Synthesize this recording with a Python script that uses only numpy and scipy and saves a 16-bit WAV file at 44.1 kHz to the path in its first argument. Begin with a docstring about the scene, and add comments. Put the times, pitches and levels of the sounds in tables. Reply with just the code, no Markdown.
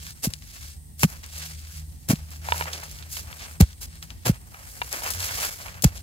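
"""Digging in dry, crumbly soil outdoors, close to a pair of microphones and to their left.
From the start a distant engine-like hum wavers over low rumble and a faint hiss of insects and leaves.
A hand tool jabs in at 0.2, 1 and 2.1 s, each time grinding through grit and stopping with a thud; between
jabs soil slides and crumbs tick. Clods knock on the blade near 2.5 s. The heaviest jab lands at 3.6 s,
another at 4.3 s; more soil and clods tumble around 5 s, and the last jab comes at 5.8 s."""
import sys
import numpy as np
from scipy import signal
from scipy.fft import rfft, irfft
from scipy.io import wavfile

SR = 44100
rng = np.random.default_rng(int(sys.argv[2]) if len(sys.argv) > 2 else 0)


def waveform_to_disk(signal):
    """Save audio, clipped to [-1, 1], as 16-bit WAV at the path in sys.argv[1]."""
    frames = np.transpose(np.atleast_2d(signal))
    scaled = np.clip(frames, -1, 1) * 32767
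    samples = np.round(scaled).astype(np.int16)
    wavfile.write(sys.argv[1], SR, samples)


N = 265482
LAG_S = 0.00028   # close sounds reach the left microphone first

# Strokes of the blade, close by on the left; the last three levels are relative to the grit:
# (start [s], rise [s], fall [s], grit [dB], coarse crumbs [dB], dust [dB], lumps [dB])
JAB_STROKES = [(0.22, 0.028, 0.04, -31.5, -8, 8, -6), (0.973, 0.053, 0.049, -37, -17, 7.5, -16),
               (1.032, 0.0011, 0.023, -24, 5.5, -0.5, -4), (2.08, 0.023, 0.046, -30, -1, 5, 0),
               (3.598, 0.014, 0.0029, -19.5, -4, 5, 1), (3.613, .001, 0.042, -35, -2, -1.5, -1),
               (4.247, 0.017, 0.064, -29.5, 1, 4, 2), (5.835, .008, 0.008, -20, -8, 6, 0),
               (5.845, 0.0024, 0.057, -35.5, -5, -0.5, -6)]
def jabs():
    """The blade judders as it grinds in. Returns the levels of lumps, coarse crumbs, grit and dust."""
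    t, levels = np.arange(N) / SR, np.zeros((4, N))
    judder = amp(1.8 * drift(120))
    for start, rise, fall, grit_db, coarse_db, dust_db, lumps_db in JAB_STROKES:
        push = np.interp(t, start + np.cumsum([0, rise, fall]), [0, 1, 0]) ** 1.54
        levels += push * judder * amp(grit_db + np.array([[lumps_db], [coarse_db], [0], [dust_db]]))
    return levels


# Loose soil sliding round the tool; the last two levels are relative to the grit:
# (start [s], rise [s], hold [s], fall [s], grit [dB], coarse crumbs [dB], dust [dB])
SOIL_SLIDES = [(-0.02, 0.015, .11, .04, -45.5, -17, -2), (0.274, 0.016, 0.012, 0.065, -55, 2, 2),
               (0.335, .22, 0.15, 0.088, -48, -14.5, -0.5), (0.133, 0.022, 0.21, .05, -60.5, -7, 4),
               (1.047, 0.04, 0.078, 0.11, -52, -4, 3), (1.229, 0.0056, .005, 0.11, -45.5, -10, -6.5),
               (1.254, 0.13, 0.092, .08, -43, -9, 0), (1.467, 0.021, 0.21, 0.22, -51, -17, 0.5),
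               (1.686, 0.075, 0.017, 0.047, -46.5, -23, 1), (1.799, 0.041, 0.54, 0.077, -65, -12.5, 4),
               (2.137, .01, 0.043, .12, -54, -4, -1), (2.252, 0.074, 0.011, 0.089, -49.5, -7.5, 1.5),
               (2.394, 0.11, 0.098, 0.068, -41.5, -3, 1.5), (2.594, 0.045, 0.11, 0.16, -44.5, 3, 0),
               (2.792, 0.026, .1, 0.33, -48.5, -6, 0), (3.083, 0.056, .04, .07, -41, -22, 4),
               (3.164, 0.0036, 0.0018, 0.066, -40, -3, -11), (3.101, 0.12, 0.29, 0.12, -54.5, -2, 4.5),
               (3.365, 0.059, 0.019, 0.037, -43, -5, -14), (3.626, 0.036, 0.029, 0.092, -52, -11, -3),
               (3.699, 0.079, 0.51, 0.18, -59, -16, -6), (3.802, 0.028, 0.0071, 0.034, -44, -5.5, 5.5),
               (3.871, .09, .01, 0.035, -53, -11, -14), (4.018, 0.011, .002, 0.037, -51.5, -2, 4.5),
               (4.052, 0.048, 0.0088, .05, -55.5, -1.5, -5), (4.316, 0.029, .005, 0.047, -52.5, -1.5, -6),
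               (4.335, 0.46, 0.18, .05, -52.5, 1, 6), (4.818, 0.11, .58, 0.23, -45.5, -3.5, 4.5),
               (4.899, 0.033, 0.008, 0.068, -39, 2.5, -18), (4.949, 0.11, .05, .08, -41.5, 1, 4),
               (5.144, 0.057, 0.21, 0.12, -36.5, -8.5, -0.5), (5.387, 0.063, 0.018, 0.061, -36, -4.5, 4),
               (5.58, 0.033, 0.065, 0.2, -48.5, 1, -1.5), (5.855, .11, 0.018, 0.048, -49.5, -0.5, 0.5)]
def slides():
    """Soil slips in uneven clumps; powers add. Returns the levels of the same four sizes."""
    t, power = np.arange(N) / SR, np.zeros((3, N))
    for start, rise, hold, fall, grit_db, coarse_db, dust_db in SOIL_SLIDES:
        flow = np.interp(t, start + np.cumsum([0, rise, hold, fall]), [0, 1, 1, 0]) ** 1.19
        power += (flow * amp(grit_db + np.array([[coarse_db], [0], [dust_db]]))) ** 2
    coarse, grit, dust = np.sqrt(power)
    lumps = amp(-12.5) * coarse
    clumps_db = 0.84 * drift(20) + 1.38 * drift(60)
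    flicker_db = [1.7 * drift(21), 4.27 * drift(15.6), 1.1 * drift(23), 2.03 * drift(27)]
    return amp(clumps_db + flicker_db) * [lumps, coarse, grit, dust]


# Crackle of dry earth at close range: (frequency [Hz], relative level [dB])
GRAIN_SPECTRUM = [(150, -9), (260, 1), (650, 4), (1400, 4), (2500, 5), (5000, 6.5), (9000, 2), (13000, 4.5),
                  (16000, -2.5), (20000, -45)]
def grains(per_s, spread_db, scatter_hz=2140):
    """Both microphones hear the same grains, the right later; above scatter_hz each also has its own."""
    strengths = amp(spread_db * np.minimum(rng.exponential(1, (3, N)), 5)) * rng.choice([-1, 1], (3, N))
    clicks = strengths * (rng.random((3, N)) < per_s / SR)
    shared = np.array([clicks[0], np.roll(clicks[0], round(LAG_S * SR))])
    own = highpass(clicks[1:], scatter_hz)
    return coloured(shared + amp(1.5) * own, GRAIN_SPECTRUM)


# Modes of the steel blade: (frequency [Hz], level [dB], t60 [s])
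BLADE_MODES = [(960, 2, .022), (1370, -3, .012), (1740, -3, .012), (2300, -3, .010), (2800, -5, .010),
               (3500, -11, .007)]
def soil():
    """Earth breaks in four sizes, lumps to dust; grit rubbing the steel keeps its upper modes singing."""
    levels = slides() + jabs()
    sizes = by_size(grains(per_s=6000, spread_db=3.5), edges_hz=[350, 1000, 3600, 11000])
    earth = sum(level * size for level, size in zip(levels, sizes))
    grit_level, grit = levels[2], sizes[2]
    singing = sum(amp(db + 3.5 * drift(9)) * rms_one(ring(grit, hz, t60))
                  for hz, db, t60 in BLADE_MODES[2:])
    return earth + amp(-15) * grit_level * singing


# The tool stopping in the ground near the microphones:
# (time [s], peak [dB], first pitch [Hz], last pitch [Hz], t60 [s])
GROUND_THUDS = [(0.271, -15, 220, 146, 0.02), (.2820, -22.5, 91, 69, 0.027), (1.036, -10, 135, 128, 0.023),
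                (1.045, -9, 213, 166.5, 0.031), (2.0940, -13, 145, 133, 0.029),
                (2.1052, -7.5, 267, 170, 0.013), (2.1320, -11, 228, 143, 0.019),
                (3.6048, -2.5, 226.2, 133, 0.03), (3.6195, -2, 131.3, 66, 0.043),
                (4.2600, -24, 162, 116, 0.14), (4.2951, -6.5, 223, 129, 0.023),
                (4.3080, -22, 80, 60, 0.047), (5.838, -20.5, 152, 142, 0.016),
                (5.848, -4, 223.8, 120, 0.025), (5.858, -8, 76, 58.4, 0.035)]
def thuds(swell_s=0.003, sink_s=0.005):
    """The ground swings, its pitch sinking as the slow waves arrive; loose earth damps it ever faster."""
    out, t = np.zeros((2, N)), np.arange(SR // 5) / SR
    for s, peak_db, first_hz, last_hz, t60 in GROUND_THUDS:
        hz = last_hz + (first_hz - last_hz) * np.exp(-t / sink_s)
        envelope = (1 - np.exp(-t / swell_s)) * amp(-60 * (t / t60) ** 2)
        wave = np.sin(2 * np.pi * np.cumsum(hz) / SR) * envelope / envelope.max()
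        add(out, s, amp(peak_db) * microphone_pair(wave, lag_s=0.00015))
    return out


# Clods hitting the blade, close by:
# (time [s], peak [dB], brightness [dB per octave], left over right [dB, held within 6])
CLOD_KNOCKS = [(2.487, -14, -5, -1), (2.522, -4, -2.5, -12.5), (2.544, -25, -12, -9), (2.6, -30, -8, 6),
               (2.61, -11.5, -4, -8.5), (2.623, -19.5, 5, 7), (2.656, -26, 5, -8), (4.817, -12, 5.5, 6),
               (4.821, -15, 7, -13), (5.021, -22, 2, -3), (5.292, -19.5, 7, -9)]
def knocks():
    """Each clod strikes all modes of the blade and crumbles on it; small hard ones favour high modes."""
    out, t = np.zeros((2, N)), np.arange(SR // 10) / SR
    chance_db = rng.normal(0, 0.97, (len(CLOD_KNOCKS), len(BLADE_MODES)))
    rubble = rng.standard_normal((len(CLOD_KNOCKS), len(t)))
    for (s, peak_db, bright_db, pan_db), offsets_db, noise in zip(CLOD_KNOCKS, chance_db, rubble):
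        blow = (t == 0) + amp(-19 - 60 * t / 0.014) * noise
        wave = sum(amp(db + offset_db + bright_db * np.log2(hz / 1000)) * ring(blow, hz, t60)
                   for (hz, db, t60), offset_db in zip(BLADE_MODES, offsets_db))
        wave = band(wave, 650, 9000)   # a small blade radiates no bass
        add(out, s, amp(peak_db) * microphone_pair(wave / np.abs(wave).max(), np.clip(pan_db, -6, 6)))
    return out


# Crumbs and twigs ticking on both sides of the microphones:
# (time [s], peak [dB], pitch [Hz], left over right [dB, held within 9], t60 [s])
CRUMB_TICKS = [(0.0668, -23.5, 2570, -1, 0.039), (0.108, -28, 6230, 10, 0.022),
               (0.305, -27, 7700, 10, 0.032), (0.337, -12.5, 4460, 10.5, 0.026),
               (0.4227, -34, 2670, 10, 0.031), (0.9947, -18, 9300, 12, 0.066),
               (1.1013, -22, 9730, 11, 0.02), (1.2419, -25, 3580, 10, 0.0092),
               (1.263, -21.5, 8200, 8, 0.014), (1.4265, -26.5, 3006, 8, 0.018),
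               (2.088, -9, 8320, 14, 0.068), (2.1567, -26.5, 2770, 2, 0.037),
               (2.3062, -25, 8600, 10, 0.021), (2.4648, -24.5, 4820, 1, 0.08), (2.58, -14, 6450, -5, 0.022),
               (2.7325, -13, 3830, -4, 0.052), (2.7775, -29, 2280, -16, 0.024),
               (2.8362, -21.5, 6380, 0, 0.081), (2.9138, -19, 9210, -1, 0.026),
               (2.9561, -36, 3092, -10, 0.024), (2.988, -28, 3720, -12, 0.025),
               (3.025, -29, 2730, -13, 0.066), (3.169, -20, 1710, -9, 0.022),
               (3.3283, -25, 1870, 4.5, 0.024), (3.4107, -28, 1830, 3, 0.025), (3.73, -34, 3165, -5, 0.03),
               (3.8193, -29, 4800, -5, 0.06), (3.9557, -27, 8080, 0.5, 0.023),
               (4.0268, -21, 2850, 0, 0.019), (4.1045, -24.5, 2654, 10, 0.026),
               (4.345, -34, 3880, 3, 0.029), (4.5455, -29, 1226, -2, 0.014), (4.928, -8.5, 7270, 8, 0.024),
               (5.0428, -15, 11900, 10, 0.024), (5.1047, -8, 7750, 12, 0.068),
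               (5.1367, -18, 4760, -14, 0.037), (5.2045, -12.5, 4430, 4, 0.027),
               (5.6829, -28.5, 1400, -14.5, 0.068), (5.7428, -32, 2983, -10, 0.028),
               (5.8226, -7.5, 9470, 16, 0.061), (5.9787, -25, 4630, 10, 0.015)]
def ticks():
    """A snap and a short spray of fragments, in a broad band round the crumb's pitch."""
    out, t = np.zeros((2, N)), np.arange(SR // 12) / SR
    snap = 10.8 * (t == 0)
    sprays = rng.standard_normal((len(CRUMB_TICKS), len(t)))
    for (s, peak_db, hz, pan_db, t60), spray in zip(CRUMB_TICKS, sprays):
        wave = band(snap + spray * amp(-60 * t / t60), hz / 1.78, hz * 2)
        add(out, s, amp(peak_db) * microphone_pair(wave / np.abs(wave).max(), np.clip(pan_db, -9, 9)))
    return out


# Engine-like hum, far off, alike in both microphones: (time [s], pitch [Hz], tone [dB], octave [dB])
HUM_COURSE = [(0.0, 76.9, -43, -62), (0.35, 76.6, -58, -55.5), (0.48, 75.03, -55, -70),
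              (0.62, 75.1, -41, -68.5), (0.9, 76.3, -42, -56), (1.5, 77.3, -41.5, -51.5),
              (1.84, 77.2, -34.5, -52), (1.98, 77.7, -40.5, -54), (2.3, 78.5, -38, -50.5),
              (2.65, 78.9, -33.5, -46), (2.8, 78.8, -44.5, -50.5), (3.22, 78.75, -41.5, -62),
              (3.5, 79.23, -46, -66), (4.04, 79.17, -42, -54.5), (4.5, 88.4, -63, -75),
              (4.9, 88.4, -65, -73), (5.18, 89.25, -39, -65), (5.55, 89.34, -52.5, -59.5),
              (5.85, 85.7, -42.5, -57), (6.02, 89, -45, -58)]
def hum(throb_hz=2.8, throb_db=5, throb_top_s=1.461):
    """A tone and its throbbing octave, both unsteady in pitch and level."""
    hz, tone_db, octave_db = in_time(HUM_COURSE)
    phase = 2 * np.pi * np.cumsum(hz * (1 + 0.012 * drift(4.9))) / SR
    throb = np.cos(2 * np.pi * throb_hz * (np.arange(N) / SR - throb_top_s))
    tone = amp(tone_db + 3 * drift(8)) * np.sin(phase)
    octave = amp(octave_db + throb_db * throb + 3 * drift(5)) * np.sin(2 * phase)
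    return tone + octave


# Low rumble all round the spot: (frequency [Hz], relative level [dB])
RUMBLE_SPECTRUM = [(12, -16), (20, -29), (59, 4), (85, -4), (242, -20), (439, -34), (702, -37.5),
                   (783, -32.5), (1100, -43), (1500, -55), (1950, -35), (3300, -120)]
def rumble(level_db=-46):
    """Deep, fluttering noise whose long waves reach both microphones alike."""
    mid, side = coloured(rng.standard_normal((2, N)), RUMBLE_SPECTRUM) * amp(level_db + 2 * drift(13.5))
    return mid + amp(1) * highpass(side, 200) * [[1], [-1]]


# Leaves in the distance: (frequency [Hz], relative level [dB])
LEAF_SPECTRUM = [(500, -21), (1000, -17), (2000, -12), (4000, -7), (7000, -5.5), (11000, -2), (16000, -6),
                 (20000, -24)]
def leaves(level_db=-57):
    """Far leaves blend into a steady hiss, different at each microphone."""
    return amp(level_db) * coloured(rng.standard_normal((2, N)), LEAF_SPECTRUM)


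# Insects, faint in the background: (centre [Hz], width [Hz], level [dB])
INSECT_BANDS = [(8460, 860, -59)]
def insects():
    """A narrow, high hiss that slowly swells and fades."""
    out = np.zeros((2, N))
    for hz, width_hz, db in INSECT_BANDS:
        level = amp(db + 5.2 * drift(1.7))
        out += level * rms_one(band(rng.standard_normal((2, N)), hz - width_hz / 2, hz + width_hz / 2))
    return out


def amp(db):
    return 10 ** (np.asarray(db) / 20)


def rms_one(x):
    return x / np.sqrt(np.mean(x ** 2) + 1e-20)


def in_time(rows):
    """Rows of (time [s], values...) become one curve a value."""
    s, *columns = np.transpose(rows)
    return [np.interp(np.arange(N) / SR, s, column) for column in columns]


def drift(rate_hz, steps_per_s=400):
    """Smooth random wander, rms 1."""
    steps = rng.standard_normal(int(N / SR * steps_per_s))
    r = np.exp(-2 * np.pi * rate_hz / steps_per_s)
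    slow = signal.lfilter([1], [1, -2 * r, r * r], np.r_[steps, steps])[len(steps):]
    return np.interp(np.linspace(0, len(slow) - 1, N), np.arange(len(slow)), rms_one(slow))


def coloured(x, spectrum):
    """Shape by a spectrum of (frequency [Hz], level [dB]); rms 1."""
    hz, db = np.transpose(spectrum)
    grid = np.maximum(np.arange(N // 2 + 1) * SR / N, 1)
    return rms_one(irfft(rfft(x) * amp(np.interp(np.log(grid), np.log(hz), db)), N))


def by_size(x, edges_hz):
    """Split into overlapping bands, each fullest at its own edge and gone at the next; each of rms 1."""
    bands = np.arange(len(edges_hz))
    place = np.interp(np.log(np.arange(N // 2 + 1) * SR / N + 1), np.log(edges_hz), bands)
    return [rms_one(irfft(rfft(x) * np.cos(np.pi / 2 * np.clip(place - k, -1, 1)), N)) for k in bands]


def band(x, low_hz, high_hz):
    sos = signal.butter(2, [low_hz, min(high_hz, SR / 2.2)], "band", fs=SR, output="sos")
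    return signal.sosfilt(sos, x)


def highpass(x, hz, order=1):
    return signal.sosfilt(signal.butter(order, hz, "high", fs=SR, output="sos"), x)


def ring(x, hz, t60):
    """One mode: a unit click sets a sine of height 1 ringing."""
    r, w = amp(-60 / (t60 * SR)), 2 * np.pi * hz / SR
    return signal.lfilter([0, np.sin(w)], [1, -2 * r * np.cos(w), r * r], x)


def microphone_pair(x, pan_db=0, lag_s=LAG_S):
    """The left microphone hears it first, and pan_db louder than the right."""
    samples = np.arange(len(x))
    late = np.interp(samples - lag_s * SR, samples, x, left=0)
    return np.array([x * amp(pan_db / 2), late * amp(-pan_db / 2)])


def add(out, s, sound):
    """Mix a short sound in at time s."""
    at = round(s * SR)
    out[:, at:at + sound.shape[1]] += sound[:, :N - at]


def scene():
    """Close digging in front of a quiet, distant background."""
    return soil() + thuds() + knocks() + ticks() + hum() + rumble() + leaves() + insects()


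def record(dry):
    """The microphones lose the deepest bass, peaks stop at full scale, the top is cut."""
    clipped = np.clip(highpass(dry, 38, order=2), -1, 1)
    return signal.sosfilt(signal.ellip(9, 0.3, 65, 15750, fs=SR, output="sos"), clipped)


dry = scene()
out = record(dry)
waveform_to_disk(out)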